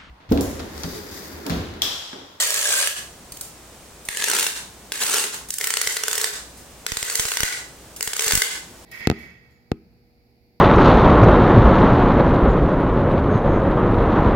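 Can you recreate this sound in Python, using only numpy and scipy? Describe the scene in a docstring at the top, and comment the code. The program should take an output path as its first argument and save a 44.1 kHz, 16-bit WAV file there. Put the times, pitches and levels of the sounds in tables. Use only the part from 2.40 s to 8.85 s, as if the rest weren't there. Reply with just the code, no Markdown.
"""Packing tape rips off a hand dispenser, squawking and crackling, in six strokes, some in two surges,
and is wound round a cardboard box on a tiled floor. The glue lets go in stick-slip jerks with a fine
crackle between them; the stretched film and the roll ring, and the room answers over a faint hum.
Fingers crinkle the loose tape; dull thumps at the microphone, mostly one-sided, join some hard jerks.
A gain control ducks each stroke and lets the reverb swell up after it."""
import sys
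import numpy as np
from scipy import signal
from scipy.fft import rfft, irfft
from scipy.io import wavfile
from scipy.ndimage import uniform_filter1d, minimum_filter1d

SR = 44100
rng = np.random.default_rng(int(sys.argv[2]) if len(sys.argv) > 2 else 0)


def to_wav(sig):
    """Store sig (one row per channel, or 1-D mono) as 16-bit WAV at the path in sys.argv[1].

    Samples outside -1..1 are clipped; the rate is SR.
    """
    pcm = np.clip(np.atleast_2d(sig), -1, 1) * 32767
    pcm = np.round(pcm).astype(np.int16)
    wavfile.write(sys.argv[1], SR, pcm.T)  # frames by channels


N = 284445
DRIVE_DB = 8   # boost on the tape and the thumps, and the deepest duck of the gain control

# the hard stick-slip jerks that stand out: (time [s], relative level [dB], brightness [dB])
JERKS = [(.0293, -23, -8), (.1051, -22, 6), (0.1425, -23, 26), (0.429, -29, -3), (0.4735, -20, 3),
         (1.6874, -23.5, 0), (1.7718, -28.5, 6), (1.823, -21.5, -10), (1.8411, -20, 3), (1.9958, -20, 11),
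         (2.0085, -23, 0), (2.0273, -20, 9), (2.0428, -22, 4), (2.0662, -18.5, -0.5), (2.5204, -22.5, -0.5),
         (2.6351, -20.5, 7), (2.7833, -22.5, 5), (2.84, -20.5, -5), (3.1054, -25, 39), (3.1402, -27.5, 30),
         (3.1846, -24, 11), (3.2118, -20, -6), (3.242, -18.5, 2), (3.2721, -18.5, 0), (3.3049, -17, -8),
         (3.3389, -18, -5), (3.3706, -15, -19), (3.4149, -14.5, -3), (3.4729, -14.5, -13),
         (3.568, -16.5, -11), (3.6365, -17.5, -7), (3.6818, -16.5, -3), (3.7131, -22, 0), (3.7306, -18, 0),
         (3.754, -22, 1), (3.7795, -18.5, 1), (3.814, -19.5, 3), (3.8431, -15, -8), (4.4652, -18.5, -9),
         (4.5195, -20.5, -8), (4.5705, -18, -7), (4.628, -19.5, -5), (4.6993, -20, -4), (4.7546, -18, 10),
         (4.7965, -15.5, -2), (4.8534, -20, -10), (4.8853, -23.5, 1), (4.9184, -18, -20), (4.9381, -26, -1),
         (4.9708, -15.5, -22), (5.005, -16.5, -4), (5.0325, -14.5, -14), (5.6086, -21, -6),
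         (5.6271, -21.5, 11), (5.6754, -19.5, -6), (5.7332, -19.5, -8), (5.7658, -23.5, 3),
         (5.794, -16, -9), (5.8803, -16.5, 2), (5.9093, -15.5, -10), (5.9215, -13, -2), (5.9334, -19, -5),
         (5.953, -15.5, 12), (5.9754, -18.5, 3), (6.0195, -13, -11)]


def from_db(db):
    """Decibels to gain."""
    return 10 ** (np.asarray(db) / 20)


def rms_one(x):
    """Scale to rms 1."""
    return x / np.sqrt(np.mean(x ** 2) + 1e-20)


def in_time(rows):
    """Each column of an automation curve at every sample."""
    s, *columns = np.transpose(rows)
    return [np.interp(np.arange(N) / SR, s, c) for c in columns]


def at_hz(points, hz, column=1):
    """One column of a table, read on a log-frequency axis."""
    table = np.array(points)
    return np.interp(np.log(np.maximum(hz, 1)), np.log(table[:, 0]), table[:, column])


def add(track, s, sound):
    """Mix a sound into a track at a time."""
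    at = max(0, round(s * SR))
    track[..., at:at + sound.shape[-1]] += sound[..., :N - at]


def through(x, response):
    """Convolve with an impulse response for each channel."""
    return signal.fftconvolve(np.atleast_2d(x), np.atleast_2d(response), axes=-1)[:, :N]


def colour(x, spectrum, size=2048):
    """Minimum-phase EQ of unit power with the given shape."""
    cepstrum = irfft(np.log(from_db(at_hz(spectrum, np.fft.rfftfreq(size, 1 / SR)))))
    cepstrum[1:size // 2] *= 2
    cepstrum[size // 2 + 1:] = 0
    response = irfft(np.exp(rfft(cepstrum)))
    return through(x, response / np.linalg.norm(response))[0]


def tilt(x, bright_db, pivot_hz=4000):
    """Tilt EQ: a see-saw of treble against bass."""
    low = signal.lfilter(*signal.butter(1, pivot_hz, fs=SR), x)
    up = from_db(bright_db / 2)
    return (low / up + (x - low) * up) / np.sqrt((up ** 2 + up ** -2) / 2)


def resonator(hz, width_hz):
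    """Coefficients of a resonance with gain 1 at its peak."""
    r = np.exp(-np.pi * width_hz / SR)
    return (1 - r * r) / 2 * np.array([1, 0, -1]), [1, -2 * r * np.cos(2 * np.pi * hz / SR), r * r]


def glide(x, hz, width_hz, size=128):
    """A resonance whose centre moves."""
    out, state = np.zeros(N), np.zeros(2)
    for i in range(0, N, size):
        out[i:i + size], state = signal.lfilter(*resonator(hz[i], width_hz), x[i:i + size], zi=state)
    return out


def pair(mid, side, correlation):
    """Left and right with a given correlation from two unrelated noises."""
    alike = np.clip(correlation, 0, 1)
    return np.sqrt((1 + alike) / 2) * mid + np.sqrt((1 - alike) / 2) * side * np.array([[1], [-1]])


def cracks(size, per_s, spread_db):
    """Random clicks, as of glue threads snapping, a few harder than the rest; rms 1."""
    born = rng.random(size) < per_s / SR
    polarity = rng.choice([-1, 1], size)
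    strength = from_db(spread_db * np.minimum(rng.exponential(1, size), 4))
    return rms_one(born * polarity * strength)


def pulling(end_speed=0.44, stop_s=0.007):
    """The arm speeds up, slows and stops dead: tape speed (0-1) and the pull's tone at every sample."""
    # pulls of the arm: (start [s], speeding up [s], slowing down [s], starting speed [0-1],
    # crackle at top speed [dB], brightness [dB], chatter at top speed [dB], film pitch when slow [Hz],
    # pitch sag at top speed [Hz, negative rises], squawk [dB]); levels are relative
    pulls = [(0, 0.011, .04, 1, -13, 9, -28.5, 1800, 16, 6),
             (.06, 0.34, 0.067, 0.6, -17, 4, -26.5, 1683, 157, 6),
             (1.685, 0.25, .03, 0.2, -20, 2, -40, 1680, -70, 12.5),
             (1.875, 0.086, 0.089, 0.93, -18, -3.5, -21, 1530, 230, 4.5),
             (2.531, 0.092, .05, 0.61, -24.5, 3, -34.5, 1800, 230, 8.5),
             (2.618, .11, 0.126, 0.81, -15.5, 3.5, -27.5, 1450, 134, -1.5),
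             (3.19, .02, .06, 0.44, -25, -4, -38, 1797, 0, 2),
             (3.37, .15, 0.037, 0.13, -21.5, 4, -40, 1925, 0, 2),
             (3.6, 0.23, 0.043, 0.2, -21.5, -10, -26.5, 1729, 0, -10),
             (4.464, .33, .2, 0.034, -22.5, -0.5, -31.5, 1901, -2, 0),
             (5.036, 0.046, 0.05, .7, -21, -8, -42, 1970, 6, 10.5),
             (5.605, 0.028, 0.083, .6, -34, 2, -50, 1851, 0, -5),
             (5.72, 0.16, .1, 0.068, -18, -4, -20, 1964, 0, -3),
             (5.974, 0.091, 0.061, .4, -25.5, -20.5, -50, 2040, 3, 8.5)]
    t, table = np.arange(N) / SR, np.array(pulls)
    current = np.maximum(np.searchsorted(table[:, 0], t, "right") - 1, 0)
    start, rise_s, fall_s, start_speed, *tone = table[current].T
    since = t - start
    rise = start_speed + (1 - start_speed) * np.sin(np.pi / 2 * np.clip(since / rise_s, 0, 1)) ** 2
    fall = 1 - (1 - end_speed) * np.clip((since - rise_s) / fall_s, 0, 1) ** 2
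    stop = np.exp(-np.maximum(since - rise_s - fall_s, 0) / stop_s)
    return np.maximum(rise * fall * stop, 1e-9), *tone


def peel(jerks, gain, bright_db, level_db=-8.0, flutter_db=2.5, flutter_hz=130,
         slack_db=7.0, tighten_s=0.0063):
    """The peel line creeps on in uneven spurts of tiny cracks; each jerk leaves it briefly slack."""
    t, times = np.arange(N) / SR, np.array([-1] + [row[0] for row in jerks])
    since_jerk = t - times[np.searchsorted(times, t) - 1]
    tension = from_db(level_db - slack_db * np.exp(-since_jerk / tighten_s))
    smoothing = signal.butter(2, flutter_hz, fs=SR, output="sos")
    spurts = rms_one(signal.sosfilt(smoothing, rng.standard_normal(N)))
    crackle = rms_one(cracks(N, per_s=6000, spread_db=3.5) * from_db(flutter_db * spurts))
    crackle = signal.lfilter(*signal.butter(1, 12500, fs=SR), crackle)
    return gain * tension * tilt(crackle, bright_db - 3.5)


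def chatter(top_db, speed, bright_db, gap_s=.017, jitter=.2, spread_db=.6, follow=.55, brighter_db=7):
    """Quick, almost regular stick-slip of running tape, giving way to hard jerks; rows as in JERKS."""
    timing, accents = rng.standard_normal((500, 2)).T
    times = np.cumsum(gap_s * np.exp(jitter * timing))
    hard_times, rows = np.array(JERKS)[:, 0], []
    for s, accent in zip(times, accents):
        i = int(s * SR)
        if i < N and speed[i] > .35 and np.min(abs(hard_times - s)) > gap_s / 2:
            db = top_db[i] + follow * 20 * np.log10(speed[i]) + spread_db * accent
            rows.append((s, db, bright_db[i] + brighter_db))
    return rows


def slips(jerks, level_db=-1.5, decay_s=0.0047, lead_s=.0016, crossover_hz=2800, body_db=-2.5,
          set_s=0.12, least_snap=0.3, most_snap=0.54, size=700):
    """Each jerk is a snap in an avalanche of cracks across the tape; in the lows it jumps as one."""
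    out, t, last_s = np.zeros(N), np.arange(size) / SR - lead_s, 0
    low, high = [signal.butter(2, crossover_hz, kind, fs=SR) for kind in ("low", "high")]
    click = signal.unit_impulse(size, np.searchsorted(t, 0))
    swell = np.minimum(1 + t / lead_s, 1) * np.exp(-(t / decay_s) ** 2)
    jump = from_db(body_db) * signal.lfilter(*low, click)
    for s, db, bright_db in jerks:
        # glue that has had time to set lets go with more of its energy in one snap
        snap = most_snap - (most_snap - least_snap) * np.exp((last_s - s) / set_s)
        avalanche = cracks(size, per_s=11000, spread_db=6.0) * swell
        crack = np.sqrt(1 - snap) * avalanche / np.linalg.norm(avalanche) - np.sqrt(snap) * click
        jerk = tilt(jump + signal.lfilter(*high, crack), bright_db - 4)
        add(out, s - lead_s, from_db(db + level_db) * np.sqrt(0.0054 * SR) * jerk)
        last_s = s
    return out


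def film(x, hz, squawk_db, grip, level_db=1.0, lower_ratio=.735):
    """The free tape is a membrane with a gliding squawk, hollow just below its pitch, and a sizzle."""
    # sizzle of the peel line at full speed: (time [s], centre [Hz], level [dB])
    sizzle = [(.18, 7040, -4), (.26, 7060, 4), (.42, 8550, -2), (.5, 8800, -23)]
    # a second, lower note rings once the film lies on the box: (level against the main note [dB]) by grip
    lower_note_db = [-28, -30, 1.5]
    sizzle_hz, sizzle_db = in_time(sizzle)
    lower_note = from_db(lower_note_db)[grip] * glide(x, lower_ratio * hz, width_hz=45)
    notes = glide(x, hz, width_hz=120) + lower_note
    squawk = np.diff(notes, prepend=0) * SR / (2 * np.pi * hz)   # it radiates by its acceleration
    hiss = from_db(sizzle_db) * glide(x, sizzle_hz, width_hz=1400)
    return from_db(level_db + squawk_db) * squawk + hiss


def tape(sag_power=2.9, roll_loss=0.55):
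    """Speed drives crackle and chatter and bends the squawk; the rip rings the film and the roll."""
    # tape colour in three grips (first draw, next two draws, winding): (frequency [Hz], level [dB])
    first_draw = [(120, -20), (300, -14), (420, 0), (600, 4.5), (850, -2), (1300, 5.5), (2200, -1),
                  (3200, 2), (5000, 0.5), (7500, 1), (9000, 2), (11000, -2), (16000, -6)]
    next_draws = [(120, -23), (220, -2.5), (400, 2), (700, -0.5), (1200, 5), (2200, 2), (2750, 2),
                  (3400, 2.5), (5000, 1.5), (7500, 6), (9000, 6.5), (11000, -0.5), (16000, -2)]
    winding = [(120, -27), (300, -13), (470, -2), (700, -6), (1050, -2.5), (1400, -1), (1750, 3),
               (2100, -1.5), (2450, -6), (2900, -2.5), (3600, -3), (5500, 0), (8000, 5), (9000, 3),
               (10500, -0.5), (16000, -2)]
    # ring of the roll and dispenser, a list for each grip: (frequency [Hz], width [Hz], level [dB])
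    roll_modes = [
        [(431, 15, 7), (590, 79, -5), (2900, 55, 1)],
        [(431, 29, 8.5), (897, 77, -3), (1566, 23, 0), (2760, 70, 2.5)],
        [(430, 16.9, 9.5), (1522, 16, -0.5), (2755, 35, -8)],
    ]
    speed, crackle_db, bright_db, chatter_db, slow_hz, sag_hz, squawk_db = pulling()
    jerks = sorted(list(map(tuple, JERKS)) + chatter(chatter_db, speed, bright_db))
    force = slips(jerks) + peel(jerks, speed * from_db(crackle_db), bright_db)
    grip = np.digitize(np.arange(N) / SR, [1, 3])   # the grip changes at 1 s and 3 s
    sheet, roll = np.zeros((2, N))
    for k, spectrum in enumerate([first_draw, next_draws, winding]):
        rip = colour(force * (grip == k), spectrum)
        sheet += rip
        for hz, width_hz, db in roll_modes[k]:
            roll += from_db(db) * signal.lfilter(*resonator(hz, width_hz), rip + 1e-18)
    squawk = film(sheet, slow_hz - sag_hz * speed ** sag_power, squawk_db, grip)
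    roll *= from_db(-roll_loss * squawk_db)   # the more squawk, the less ring
    return from_db(DRIVE_DB) * (sheet + squawk + roll)


def near_field(x, scatter_s=.0014, size=512):
    """The direct sound reaches the left first; box, floor and moving hands scatter it ever anew."""
    # the moving dispenser: (time [s], lead of the left side [ms])
    lead = [(0, 0.14), (1.7, 0.032), (2.5, 0.037), (3.8, 0.017), (5, .06), (6.3, 0.028)]
    t = np.arange(size) / SR
    blocks = np.pad(x, (0, -N % size)).reshape(1, -1, size)
    scatter = rng.standard_normal((2, blocks.shape[1], size)) * np.exp(-t / scatter_s) * (t > .0003)
    scatter = signal.lfilter(*signal.butter(1, 1200, "high", fs=SR), scatter)
    scatter /= np.linalg.norm(scatter, axis=-1, keepdims=True)
    echoes = irfft(rfft(blocks, 2 * size) * rfft(scatter, 2 * size))
    echoes = echoes[..., :size] + np.roll(echoes[..., size:], 1, axis=1)   # tails ring into the next block
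    lag = np.round(in_time(lead)[0] * SR / 1000).astype(int)
    right = x[np.clip(np.arange(N) - lag, 0, N - 1)]
    return np.array([x, right]) + echoes.reshape(2, -1)[:, :N]


def room(x, predelay_s=0.0068, build_s=0.0074, bands=12):
    """A diffuse tail builds up after the first wall echo and rings longest in the mids."""
    # tiled room: (frequency [Hz], t60 [s], wet against dry [dB], left-right correlation [0-1])
    reverb = [(150, 0.4, 1.5, 0.8), (430, 0.32, -3.5, 0.7), (960, 0.57, -3, 0.4), (1800, 0.38, 1.5, 0),
              (3960, 0.42, 1, 0.05), (8300, 0.43, 0, 0), (12500, 0.33, 0, 0.04)]
    t = np.arange(int(.8 * SR)) / SR
    edges = np.geomspace(90, 18000, bands + 1)
    white, tail = rfft(rng.standard_normal((2, len(t)))), 0
    bins = np.fft.rfftfreq(len(t), 1 / SR)
    onset = 1 - np.exp(-np.maximum(t - predelay_s, 0) / build_s)
    for low, high in zip(edges, edges[1:]):
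        t60, wet_db, correlation = [at_hz(reverb, np.sqrt(low * high), column) for column in (1, 2, 3)]
        fade = onset * from_db(-60 * t / t60)
        band = irfft(white * ((bins >= low) & (bins < high)), len(t))
        tail = tail + from_db(wet_db) * pair(*band, correlation) * fade / np.linalg.norm(fade)
    return through(x, tail)


def room_tone(noise_db=-44.5, hum_db=-55, hum_hz=60):
    """A steady bed of room noise with a low mains hum."""
    # colour of the noise: (frequency [Hz], relative level [dB])
    spectrum = [(20, -8), (60, 0.9), (110, 0), (250, -1), (500, -3), (1000, -7), (2000, -12), (4500, -14),
                (8500, -12), (11500, -20), (16000, -20)]
    # its stereo image, wider towards the top: (frequency [Hz], left-right correlation [0-1])
    correlation = [(30, 0.95), (300, 0.93), (1500, 0.5), (5000, 0.2)]
    hz = np.fft.rfftfreq(N, 1 / SR)
    white = pair(*rfft(rng.standard_normal((2, N))), at_hz(correlation, hz))
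    noise = irfft(white * from_db(at_hz(spectrum, hz)), N)
    hum = np.sin(2 * np.pi * (hum_hz * np.arange(N) / SR + rng.random()))
    return from_db(noise_db) * rms_one(noise) + from_db(hum_db) * rms_one(hum)


def crinkles(level_db=-1.0, size=2500):
    """Fingers crinkle the loose tape: short clusters of crisp clicks."""
    # finger touches: (time [s], relative level [dB], energy decay [s])
    touches = [(0.92, -28, 0.0026), (0.97, -33, 0.0023), (1.01, -25.5, 0.0038), (1.651, -36.5, .008),
               (2.943, -26, .002), (3.086, -34, 0.0052), (4.169, -45, 0.019), (5.562, -32.5, 0.006)]
    # colour of the crinkling tape: (frequency [Hz], relative level [dB])
    spectrum = [(200, -8), (2000, -10.5), (5000, -3.5), (9000, 3), (13000, -4.5)]
    out, t = np.zeros(N), np.arange(size) / SR
    for s, db, decay_s in touches:
        cluster = cracks(size, per_s=10000, spread_db=1) * np.exp(-t / decay_s / 2)
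        add(out, s, from_db(db + level_db) * cluster)
    return colour(out, spectrum)


def thumps(level_db=1.0, push_s=0.00099, rebound_s=0.0067, size=2500):
    """Dull low thumps at the microphone: a short push of air and a longer, shallow rebound."""
    # mostly one-sided and on hard jerks: (time [s], relative level [dB], left against right [dB])
    low_thumps = [(0.921, -46, 0), (1.689, -34, -15), (2.648, -39, 19), (3.474, -35, 20), (3.78, -38, -17),
                  (4.522, -23, -24), (4.573, -33, -16), (4.629, -30.5, -26), (4.797, -23.5, 15),
                  (4.854, -30, 3), (5.005, -27.5, 17), (5.034, -19, -13), (5.677, -31, 21),
                  (5.868, -32, 14), (5.936, -17, -16), (5.954, -18, 18), (5.976, -20.5, -7)]
    out, t = np.zeros((2, N)), np.arange(size) / SR
    push, rebound = [t / s ** 2 * np.exp(-t / s) for s in (push_s, rebound_s)]
    puff = (push - rebound) / np.max(push - rebound)
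    for s, db, pan_db in low_thumps:
        sides = rms_one(from_db([[pan_db / 2], [-pan_db / 2]]))
        add(out, s - .001, from_db(db + level_db + DRIVE_DB) * sides * puff)
    return out


def ports(x):
    """Each of the two microphone ports favours its own bands."""
    # lean of the ports: (frequency [Hz], left against right [dB])
    lean = [(60, -1.5), (99, -2.5), (160, 2), (270, 0), (450, 0.5), (740, 1.0), (1220, 0.5), (2010, 0.0),
            (3330, 0.0), (5500, -2.5), (9080, 1), (15000, -1.5)]
    lean_db = at_hz(lean, np.fft.rfftfreq(N, 1 / SR))
    return irfft(rfft(x) * from_db(np.array([lean_db, -lean_db]) / 2), N)


def gain_control(x, threshold_db=-18.0, hold_s=0.08, release_db_per_s=450, ahead_s=0.0011):
    """Loud peaks duck the gain just ahead of time; it holds, then recovers quickly."""
    power = uniform_filter1d(np.mean(x ** 2, axis=0), size=110)
    level_db = 10 * np.log10(np.maximum(power, 1e-12))
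    over_db = np.clip(level_db - threshold_db, 0, DRIVE_DB)
    hold = int(hold_s * SR)
    held_db = -minimum_filter1d(-over_db, hold, origin=(hold - 1) // 2)
    release = release_db_per_s * np.arange(N) / SR
    cut_db = uniform_filter1d(np.maximum.accumulate(held_db + release) - release, size=130)
    return x * from_db(-np.interp(np.arange(N) + ahead_s * SR, np.arange(N), cut_db))


def scene(places=3, dwell_s=.05):
    """Tape and fingers, close up and in the room, with the low thumps and the room tone."""
    source = tape() + crinkles()
    # the hands keep moving, so the sound enters the room from a few places in turn
    place = np.floor(np.arange(N) / SR / dwell_s) % places
    sends = [uniform_filter1d(1. * (place == k), size=200) for k in range(places)]
    reverb = sum(room(source * send) for send in sends)
    return near_field(source) + reverb + thumps() + room_tone()


def record(dry, ceiling=.8, cutoff_hz=16000):
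    """Port colour, gain control, a hard clip on the sharpest peaks and a steep top cut."""
    clipped = np.clip(gain_control(ports(dry)), -ceiling, ceiling)
    return signal.sosfilt(signal.ellip(10, .1, 70, cutoff_hz, fs=SR, output="sos"), clipped)


dry = scene()
out = record(dry)
to_wav(out)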